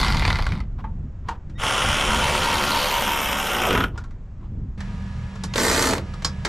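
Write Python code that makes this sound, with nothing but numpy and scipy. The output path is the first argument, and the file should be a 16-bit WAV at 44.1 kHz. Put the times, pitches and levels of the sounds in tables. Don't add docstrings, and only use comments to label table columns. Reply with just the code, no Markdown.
import sys
import numpy as np
from scipy import signal
from scipy.fft import rfft, irfft, next_fast_len
from scipy.io import wavfile
from scipy.ndimage import uniform_filter1d, map_coordinates

SR = 44100
rng = np.random.default_rng(int(sys.argv[2]) if len(sys.argv) > 2 else 0)


def generate_wav(signal):
    frames = np.transpose(np.atleast_2d(signal))
    scaled = np.clip(frames, -1, 1) * 32767
    pcm = np.round(scaled).astype(np.int16)
    wavfile.write(sys.argv[1], SR, pcm)


N = 285960
TIME = np.arange(N) / SR
FREE_TURNS = 73

# [t/s, speed/turns a second, load of the nut/0-1]
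LONG_DRIVE = [(1.57, 34, 0), (1.66, 70, 0), (1.85, 73.7, 0), (3.03, 72.6, 0), (3.45, 70.5, .02),
              (3.56, 57.6, .48), (3.66, 58, .55), (3.76, 40.4, .85), (3.87, 21, .35)]
# [trigger pulled t/s, last clack t/s, released t/s, gear level/dB at free speed without load,
# drift/dB a second, unloaded chassis growl/dB rel gear, unloaded steel rasp/dB rel gear at free speed]
LONG_RUN = (1.575, 3.838, 3.845, -24, -1.5, -8.8, -8)


def amp(db):
    return 10 ** (np.asarray(db) / 20)


def unit(x):
    return x / np.sqrt(np.mean(x ** 2) + 1e-20)


def along(points, hz):
    f, v = np.transpose(points)
    return np.interp(np.log(hz + 1), np.log(f + 1), v)


def curves(rows):
    s, *cols = np.transpose(rows)
    return [np.interp(TIME, s, c) for c in cols]


def wobble(rate):
    coarse = TIME[::32]
    knots = rng.standard_normal(int(N * rate / SR) + 4)
    return np.interp(TIME, coarse, map_coordinates(knots, [coarse * rate]))


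def filtered(x, gain):
    n = x.shape[-1]
    m = 2 * next_fast_len(n // 2 + 4096)
    log_gain = np.log(np.maximum(gain(np.fft.rfftfreq(m, 1 / SR)), 1e-6))
    cepstrum = irfft(log_gain, m)
    cepstrum[1:m // 2] *= 2
    cepstrum[m // 2 + 1:] = 0
    return irfft(rfft(x, m) * np.exp(rfft(cepstrum)), m)[..., :n]


def zero_phase(x, response):
    m = next_fast_len(N + SR // 2)
    return irfft(rfft(x, m) * response(np.fft.rfftfreq(m, 1 / SR)), m)[..., :N]


def noise(spectrum):
    return unit(filtered(rng.standard_normal(N), lambda hz: amp(along(spectrum, hz))))


def narrow(centre_hz, width_hz):
    gain = lambda f: 1 / (1 + (2 * (f - centre_hz) / width_hz) ** 4)
    return unit(filtered(rng.standard_normal(N), gain))


def steady(x):
    power = uniform_filter1d(uniform_filter1d(x ** 2, size=3000), size=2000)
    return x / np.sqrt(abs(power) + 1e-4 * np.mean(x ** 2))


def shifting(x):
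    patch_db = 1.5
    z = signal.stft(x, nperseg=256)[2]
    field = uniform_filter1d(rng.standard_normal(z.shape), size=7, axis=0)
    field = uniform_filter1d(field, size=6, axis=1)
    return signal.istft(z * amp(patch_db * unit(field)), nperseg=256)[1][:len(x)]


def stroke(middle_s, length_s):
    return np.cos(np.pi * np.clip((TIME - middle_s) / length_s, -.5, .5)) ** 2


def swell(peak_s, rise_db, fall_db):
    return amp(np.minimum(rise_db * (TIME - peak_s), fall_db * (peak_s - TIME)))


def resonances(modes, hz):
    return amp(sum(db / (1 + (2 * (hz - centre) / width) ** 2) for centre, width, db in modes))


def parts(x, colour, modes):
    below = lambda hz, edge: 1 / (1 + (hz / edge) ** 12)
    low = lambda hz: below(hz, 700)
    middle = lambda hz: below(hz, 3700) - below(hz, 700)
    high = lambda hz: 1 - below(hz, 3700)
    radiated = lambda hz, share: np.sqrt(abs(share(hz))) * amp(along(colour, hz)) * resonances(modes, hz)
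    return [filtered(x, lambda hz: radiated(hz, share)) for share in (low, middle, high)]


def wind():
    # [t/s, buffet level/dB, flutter level/dB before its trim]
    gusts = [(0, -21.5, -29.0), (0.17, -20.5, -26.0), (0.47, -22.0, -36.5), (0.53, -25.5, -26.0),
             (0.69, -28.5, -40.5), (1.06, -30.5, -34.0), (1.13, -36.0, -49.0), (1.29, -31.0, -41.0),
             (1.42, -41.5, -48.5), (1.48, -30.5, -38.0), (1.8, -35.0, -39.0), (1.87, -23.5, -29.5),
             (2.03, -35.5, -38.0), (2.08, -26.5, -33.5), (2.58, -34.0, -38.5), (3.58, -38.0, -43.5),
             (3.79, -25.5, -26.5), (3.91, -30.5, -39.5), (4.32, -36.5, -47.5), (4.64, -27.5, -31.5),
             (4.76, -31.5, -46.5)]
    # [f/Hz, level/dB]
    buffet_colour = [(10, -17), (25, 0.5), (42, 0), (70, -1.5), (110, -4), (160, -30), (450, -110)]
    flutter_colour = [(50, -24), (100, -9), (140, 1.5), (200, -3), (280, -12.5), (420, -23.5), (800, -41),
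                      (2000, -110)]
    open_air = [(60, -1.5), (150, -23.5), (400, -27), (1400, -36.5), (4400, -55.5), (7500, -56),
                (9000, -73.5), (14000, -80)]
    flutter_trim_db = -1.5
    buffet_db, flutter_db = curves(gusts)
    buffet = amp(buffet_db + .6 * wobble(11)) * steady(noise(buffet_colour))
    flutter = amp(flutter_db + flutter_trim_db + .6 * wobble(9)) * steady(noise(flutter_colour))
    return buffet + flutter + amp(-40.5) * noise(open_air)


def crank_turns(drive, run):
    start, last_clack = run[:2]
    turns = np.cumsum(curves(drive)[0] * (TIME >= start)) / SR
    return turns + (-np.interp(last_clack, TIME, turns)) % 1


def running(run):
    spin_up_s, run_out_db_per_s = .06, 420
    start, _, stop = run[:3]
    return np.clip((TIME - start) / spin_up_s, 0, 1) * amp(-run_out_db_per_s * np.maximum(TIME - stop, 0))


def effort(drive, run):
    load_db, load_growl_db, load_rasp_db = 6.5, 7.5, -2.5
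    speed_db, rasp_speed_db = 5.5, 3
    speed, load = curves(drive)
    start, _, _, gear_db, drift_db, growl_db, rasp_db = run
    doublings = np.log2(speed / FREE_TURNS)
    gear_db = gear_db + drift_db * (TIME - start) + speed_db * doublings + load_db * load
    return gear_db, growl_db + load_growl_db * load, rasp_db + load_rasp_db * load + rasp_speed_db * doublings


def pawl_blows(turns, uneven_db):
    # [share of the turn, mean level/dB]
    crank = [(0, 0.5), (0.222, -7.5), (.47, -5.5), (0.738, -9)]
    scatter_s = .00013
    whole = np.arange(int(turns[-1]) + 1)
    blows = np.zeros(N)
    for share, db in crank:
        at = np.interp(whole + share, turns, TIME) + scatter_s * rng.standard_normal(len(whole))
        index = np.clip(np.round(at * SR).astype(int), 0, N - 1)
        blows[index] += amp(db + uneven_db * rng.standard_normal(len(whole)))
    return blows


def ratchet(drive, run, colour, modes, mesh_db, rattle_db, ring_s, uneven_db):
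    turns = crank_turns(drive, run)
    on = (TIME >= run[0]) & (TIME <= run[2] + .1)
    blows = pawl_blows(turns, uneven_db)[on]
    t = np.arange(SR // 20) / SR
    fade = amp(-60 * t / ring_s) * (1 - np.exp(-t / 0.00036))
    after_blows = lambda hits, tail: signal.fftconvolve(hits, tail)[:len(hits)]
    blend = 1.2 * wobble(6)[on]
    ringing = lambda: after_blows(blows, fade * rng.standard_normal(len(t)))
    ring = unit(np.cos(blend) * ringing() + np.sin(blend) * ringing())
    rattle_level = np.sqrt(abs(after_blows(blows ** 2, fade ** 2)))
    rattle = unit(rattle_level * rng.standard_normal(N)[on])
    teeth = (1 + .6 * np.cos(2 * np.pi * 13 * turns[on])) * rng.standard_normal(N)[on]
    shaking = shifting(ring + amp(rattle_db) * rattle + amp(mesh_db) * teeth)
    low, middle, high = parts(shaking, colour, modes)
    gear_db, growl_db, rasp_db = [c[on] for c in effort(drive, run)]
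    out = np.zeros(N)
    out[on] = amp(gear_db) * (steady(middle) + amp(growl_db) * steady(low) + amp(rasp_db) * steady(high))
    return running(run) * out


def easing_run():
    # [t/s, speed/turns a second, load of the nut/0-1]
    drive = [(0, 66, .1), (.12, 46, .15), (.19, 38.4, .1), (.235, 33.5, .4), (.298, 42, .5),
             (.325, 38.2, .05), (.42, 25.5, .05), (.63, 5.5, 0)]
    run = (-.1, .603, .612, -24.7, -4, -12, -2.5)
    # [f/Hz, level/dB]
    colour = [(100, -29), (300, -4), (700, -5), (950, 1), (1650, -4.5), (2050, -.5), (2700, -11.5),
              (3300, -11.5), (4700, -14), (6200, -26), (9500, -33), (12400, -37), (15000, -70)]
    # [f/Hz, width/Hz, level/dB]
    modes = [(930, 200, 4), (1380, 200, 3), (1840, 90, -8), (2080, 300, 5)]
    return ratchet(drive, run, colour, modes, mesh_db=-2.5, rattle_db=3, ring_s=.017, uneven_db=1.3)


def strikes(rows, colour, crack_s, ring_s, ring_db, mode_db, trim_db):
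    ring_width = .25
    out, t = np.zeros(N + SR), np.arange(SR // 4) / SR
    for s, db, thud_db, ping_db, hz in rows:
        mode = [(hz, ring_width * hz, mode_db + max(-ping_db - 12, 0) / 3)]
        rise = crack_s / 40 * amp(-.3 * min(ping_db, 0))
        decay = amp(-60 * t / crack_s) + amp(ring_db - 60 * t / ring_s)
        shape = decay * (1 - np.exp(-t / rise))
        bands = parts(shape * rng.standard_normal(len(t)), colour, mode)
        low, middle, high = [b / np.sqrt(np.mean(b[:SR // 150] ** 2)) for b in bands]
        blow = middle + amp(thud_db) * low + amp(ping_db) * high
        out[round(s * SR):][:len(t)] += amp(db + trim_db) * blow
    return out[:N]


def pawl_clacks():
    # [t/s, level/dB before trim, thud/dB rel, ping/dB rel, ringing f/Hz]
    clack_rows = [(0.221, -11.5, -14, -14, 2000), (0.25, -10, -14, -15, 2100), (0.276, -18, -12, -1, 4500),
                  (0.302, -9.5, -14, -12, 2000), (0.357, -18, -10, -12, 1000), (0.39, -17, -4, -18, 850),
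                  (0.465, -16, -10, -11, 1500), (0.519, -21, -10, -12, 2100), (0.604, -29, -10, -12, 1300),
                  (3.705, -13, -8, -13, 2900), (3.727, -12, -5, -22, 1400), (3.749, -11, -6, -18, 1350),
                  (3.775, -11, -5, -24, 1500), (3.804, -9, -10, -24, 1450), (3.838, -10, -13, -21, 1480),
                  (5.537, -20, -9, 1, 6300), (5.557, -14, 5, -2, 470), (5.579, -16, 0, 3, 6200),
                  (5.924, -21, 8, -8, 350), (5.98, -24, -8, -3, 2100)]
    # [f/Hz, level/dB]
    colour = [(150, -8), (400, -2), (900, 1), (2000, -1), (3300, -8), (4600, -14), (7000, -25),
              (12000, -38), (15500, -58)]
    return strikes(clack_rows, colour, crack_s=.026, ring_s=.08, ring_db=-14, mode_db=10, trim_db=-12.5)


def steel_knocks():
    # [t/s, level/dB before trim, thud/dB rel, ping/dB rel, ringing f/Hz]
    knock_rows = [(0.786, -43, -4, -24, 850), (0.839, -28, -12, -36, 920), (1.285, -17.5, -12, -18, 930),
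                  (1.496, -47, 6.5, -7, 2800), (3.976, -28, -11, -9, 1480), (4.038, -39, -14, -9, 1400),
                  (4.107, -46, -6, -11, 2000), (4.804, -30, -11, -7.5, 1900),
                  (5.354, -35.5, -5.5, -8.5, 1000), (5.436, -26.5, -6, 2, 10500),
                  (6.137, -32, -8, -8, 1300), (6.221, -34.5, -2, -2, 2200), (6.246, -17, -8.5, 5.5, 5200),
                  (6.449, -16.5, -7, -3, 2100), (6.462, -21.5, -3, -16, 1900)]
    # [f/Hz, level/dB]
    colour = [(150, -9), (280, 4), (700, -3.5), (930, 1.5), (1500, -1), (2100, -8), (2800, -14.5),
              (3600, -17.5), (5500, -20.5), (7500, -23), (10000, -37), (13000, -47), (15500, -62)]
    return strikes(knock_rows, colour, crack_s=0.036, ring_s=0.13, ring_db=-9.5, mode_db=9, trim_db=-8)


def scuffs():
    # [middle t/s, length/s, level/dB at the middle]
    slides = [(0.803, 0.07, -47), (1.31, 0.16, -43), (3.977, 0.14, -47), (4.447, 0.12, -55)]
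    # [f/Hz, level/dB]
    colour = [(300, -20), (1000, 6.5), (1900, -10), (3400, -14), (9000, -40)]
    strokes = sum(amp(db) * stroke(s, length) for s, length, db in slides)
    return strokes * unit(amp(2.6 * wobble(150)) * noise(colour))


def drive_whine(switch_hz, glide_hz_per_s):
    # [start t/s, end t/s, level/dB of the main winding tone]
    trigger = [(1.549, 1.6, -57), (5.47, 5.54, -60)]
    out = np.zeros(N)
    for start, end, db in trigger:
        t = TIME - start
        chop = 2 * np.pi * switch_hz * t
        rotor = 2 * np.pi * (switch_hz + glide_hz_per_s * t / 2) * t
        tone = np.sin(2 * chop) + np.sin(3 * chop) / 6 + 2 * np.sin(rotor)
        out += amp(db) * np.clip(np.minimum(t, end - TIME) / .012, 0, 1) * tone
    return out


def free_running():
    # [multiple of the crank speed, level/dB at the height of the swell]
    crank_orders = [(2, -42), (3, -34.5), (5, -41), (7, -39), (8, -38), (9, -38), (12, -36), (13, -35)]
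    # [f/Hz, width/Hz, level/dB at its loudest, loudest t/s, rise/dB a second, fall/dB a second]
    socket = [(3050, 900, -31.5, 1.8, 5, 14), (4250, 1400, -29.5, 2.84, 14, 70),
              (12550, 1800, -38, 2.95, 18, 3)]
    # [t/s, level/dB]
    catches = [(2.13, -26), (2.25, -22.5), (2.34, -26), (2.48, -24.5), (2.58, -26), (2.745, -22),
               (2.89, -28), (2.975, -23), (3.1, -22.5), (3.32, -27)]
    catch_s, catch_hz = .135, 935
    angle = 2 * np.pi * crank_turns(LONG_DRIVE, LONG_RUN)
    wavering = lambda k: amp(4 * wobble(14)) * np.sin(round(k) * angle + 1.1 * wobble(55))
    hum = swell(peak_s=2.2, rise_db=35, fall_db=8) * sum(amp(db) * wavering(k) for k, db in crank_orders)
    throb = 1 + 0.65 * np.cos(angle)
    scrape = np.zeros(N)
    for hz, width_hz, db, s, rise_db, fall_db in socket:
        mode = unit(amp(2 * wobble(60)) * throb * narrow(hz, width_hz))
        scrape += amp(db) * swell(s, rise_db, fall_db) * mode
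    flares = sum(amp(db) * stroke(s, catch_s) for s, db in catches)
    catch_tone = np.sin(2 * np.pi * catch_hz * TIME + 1.05 * wobble(85))
    ring = flares * catch_tone * throb * amp(-1.5 + 2.2 * wobble(130))
    return (hum + scrape + ring) * running(LONG_RUN) * curves(LONG_DRIVE)[0] / FREE_TURNS


def long_run():
    # [f/Hz, level/dB]
    colour = [(50, -14), (200, -6), (270, -11), (400, -2.5), (720, -1), (1300, 0), (1750, -2.5), (2500, -4),
              (3200, -2.5), (4400, -23), (5500, -12.5), (9500, -21), (11300, -26.5), (13000, -34),
              (15500, -41.5)]
    # [f/Hz, width/Hz, level/dB]
    modes = [(1420, 200, 2), (1630, 120, -4), (9600, 800, 6.5)]
    return ratchet(LONG_DRIVE, LONG_RUN, colour, modes, mesh_db=-1, rattle_db=-1, ring_s=0.03, uneven_db=1.6)


def groan():
    # [f/Hz, width/Hz, level/dB at full load]
    suspension = [(355, 35, -29.5), (985, 35, -33), (1290, 45, -31), (1460, 65, -30.5)]
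    # [t/s, f/Hz, level/dB before the load gain]
    thread = [(3.5, 880, -42), (3.665, 740, -32), (3.695, 480, -27.5), (3.75, 290, -27.5), (3.87, 215, -31)]
    load = curves(LONG_DRIVE)[1]
    chassis = sum(amp(db) * steady(narrow(hz, width_hz)) for hz, width_hz, db in suspension)
    grind_hz, grind_db = curves(thread)
    phase = 2 * np.pi * np.cumsum(grind_hz) / SR
    grind = amp(grind_db) * steady(wobble(330) * np.sin(phase) + wobble(330) * np.cos(phase))
    return running(LONG_RUN) * (load * chassis + np.minimum(2 * load, 1) * grind)


def engine():
    # [t/s, mean rate/firings a second]
    idle = [(5.1, 39.3), (5.6, 38.2), (6.2, 37.6)]
    # [multiple of the firing rate, mean level/dB rms]
    orders = [(1, -37.5), (2, -36), (3, -42.5), (4, -48.5), (5, -40), (6, -53)]
    # [mean f/Hz, mean level/dB rms]
    accessories = [(958, -57), (1230, -59), (1690, -55.5), (5580, -71)]
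    # [f/Hz, level/dB]
    wash = [(15, -45.5), (25, -13.5), (77, -3.5), (196, -8), (250, -30), (480, -29), (1600, -33.5),
            (2300, -35.5), (7400, -50), (11500, -65), (15000, -90)]
    firings = np.cumsum(curves(idle)[0] * (1 + .008 * wobble(8))) / SR
    drone, whine = np.zeros(N), np.zeros(N)
    for k, db in orders:
        drone += amp(db + 1.7 * wobble(7)) * np.sin(2 * np.pi * (round(k) * firings + rng.random()))
    for hz, db in accessories:
        cycles = np.cumsum(hz * (1 + .005 * wobble(30))) / SR
        whine += amp(db + 1 * wobble(13)) * np.sin(2 * np.pi * cycles)
    return np.sqrt(2) * (drone + whine) + amp(-33.5) * noise(wash)


def short_run():
    # [t/s, speed/turns a second, load of the nut/0-1]
    drive = [(5.51, 50, .5), (5.565, 47, .9), (5.63, 61.5, .5), (5.86, 64.5, .45), (5.91, 46, .65),
             (5.95, 21, .95), (6.03, 9.3, .7)]
    run = (5.538, 5.98, 5.975, -26.3, -1.5, -5, -.3)
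    # [f/Hz, level/dB]
    colour = [(60, -17.5), (200, -5), (350, -2), (520, -4), (760, -5), (1300, -7), (2000, -10), (2850, -18),
              (4400, -15), (7700, -13.5), (9500, -22), (12300, -25), (14000, -35), (15500, -55)]
    # [f/Hz, width/Hz, level/dB]
    modes = [(250, 22, 6), (346, 25, 6), (462, 45, 5), (655, 28, 7), (740, 100, -9), (870, 120, 3),
             (2030, 130, 3), (4380, 150, 4)]
    return ratchet(drive, run, colour, modes, mesh_db=-2.5, rattle_db=-2, ring_s=0.03, uneven_db=1.5)


def underbody(x):
    # [f/Hz, t60/s]
    decay = [(150, .25), (400, 0.42), (800, 0.2), (3000, 0.12), (7000, 0.078), (14000, 0.089)]
    hz, t, z = signal.stft(rng.standard_normal(SR // 2), SR, nperseg=256)
    tail = signal.istft(z * amp(-60 * t / along(decay, hz)[:, None]), SR, nperseg=256)[1]
    delayed = np.pad(x, (SR // 300, 0))
    return signal.fftconvolve(delayed, tail / np.linalg.norm(tail))[:N]


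def wandering_tail(x):
    tail_s = .04
    t = np.arange(SR // 20) / SR
    tail = amp(-60 * t / tail_s) * rng.standard_normal(len(t))
    smeared = signal.fftconvolve(x, tail / np.linalg.norm(tail))[:N]
    return np.real(signal.hilbert(smeared, next_fast_len(N))[:N] * np.exp(2j * wobble(25)))


def ports(mid, moved):
    # [f/Hz, side level/dB]
    width_first = [(1300, -45), (4400, -32), (9000, -26), (11000, -11), (12600, -1.5)]
    width_second = [(200, -27), (480, -18), (1200, -12), (2300, -3.5), (4200, -8), (7500, -22),
                    (13000, -11)]
    lag_s, lean = .000014, .045
    spread = wandering_tail(mid)
    first = zero_phase(spread, lambda hz: amp(along(width_first, hz)))
    offset = zero_phase(mid, lambda hz: lean + 1j * np.sin(np.pi * hz * lag_s))
    second = zero_phase(spread, lambda hz: amp(along(width_second, hz))) - offset
    side = (1 - moved) * first + moved * second
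    return np.array([mid + side, mid - side])


def scene():
    move_s = 4.776
    moved = np.clip((TIME - move_s) * 500, 0, 1)
    around = scuffs() + (1 - moved) * wind() + moved * engine()
    runs = easing_run() + long_run() + short_run()
    runs += free_running() + groan() + drive_whine(switch_hz=1850, glide_hz_per_s=4500)
    clacks, knocks = pawl_clacks(), steel_knocks()
    echo = amp(-10) * underbody(runs) + amp(-8) * underbody(clacks / 2 + knocks)
    return ports(around + runs + clacks + knocks + echo, moved)


def record(dry):
    top_hz = 15750
    return zero_phase(dry, lambda hz: hz < top_hz)


dry = scene()
out = record(dry)
generate_wav(out)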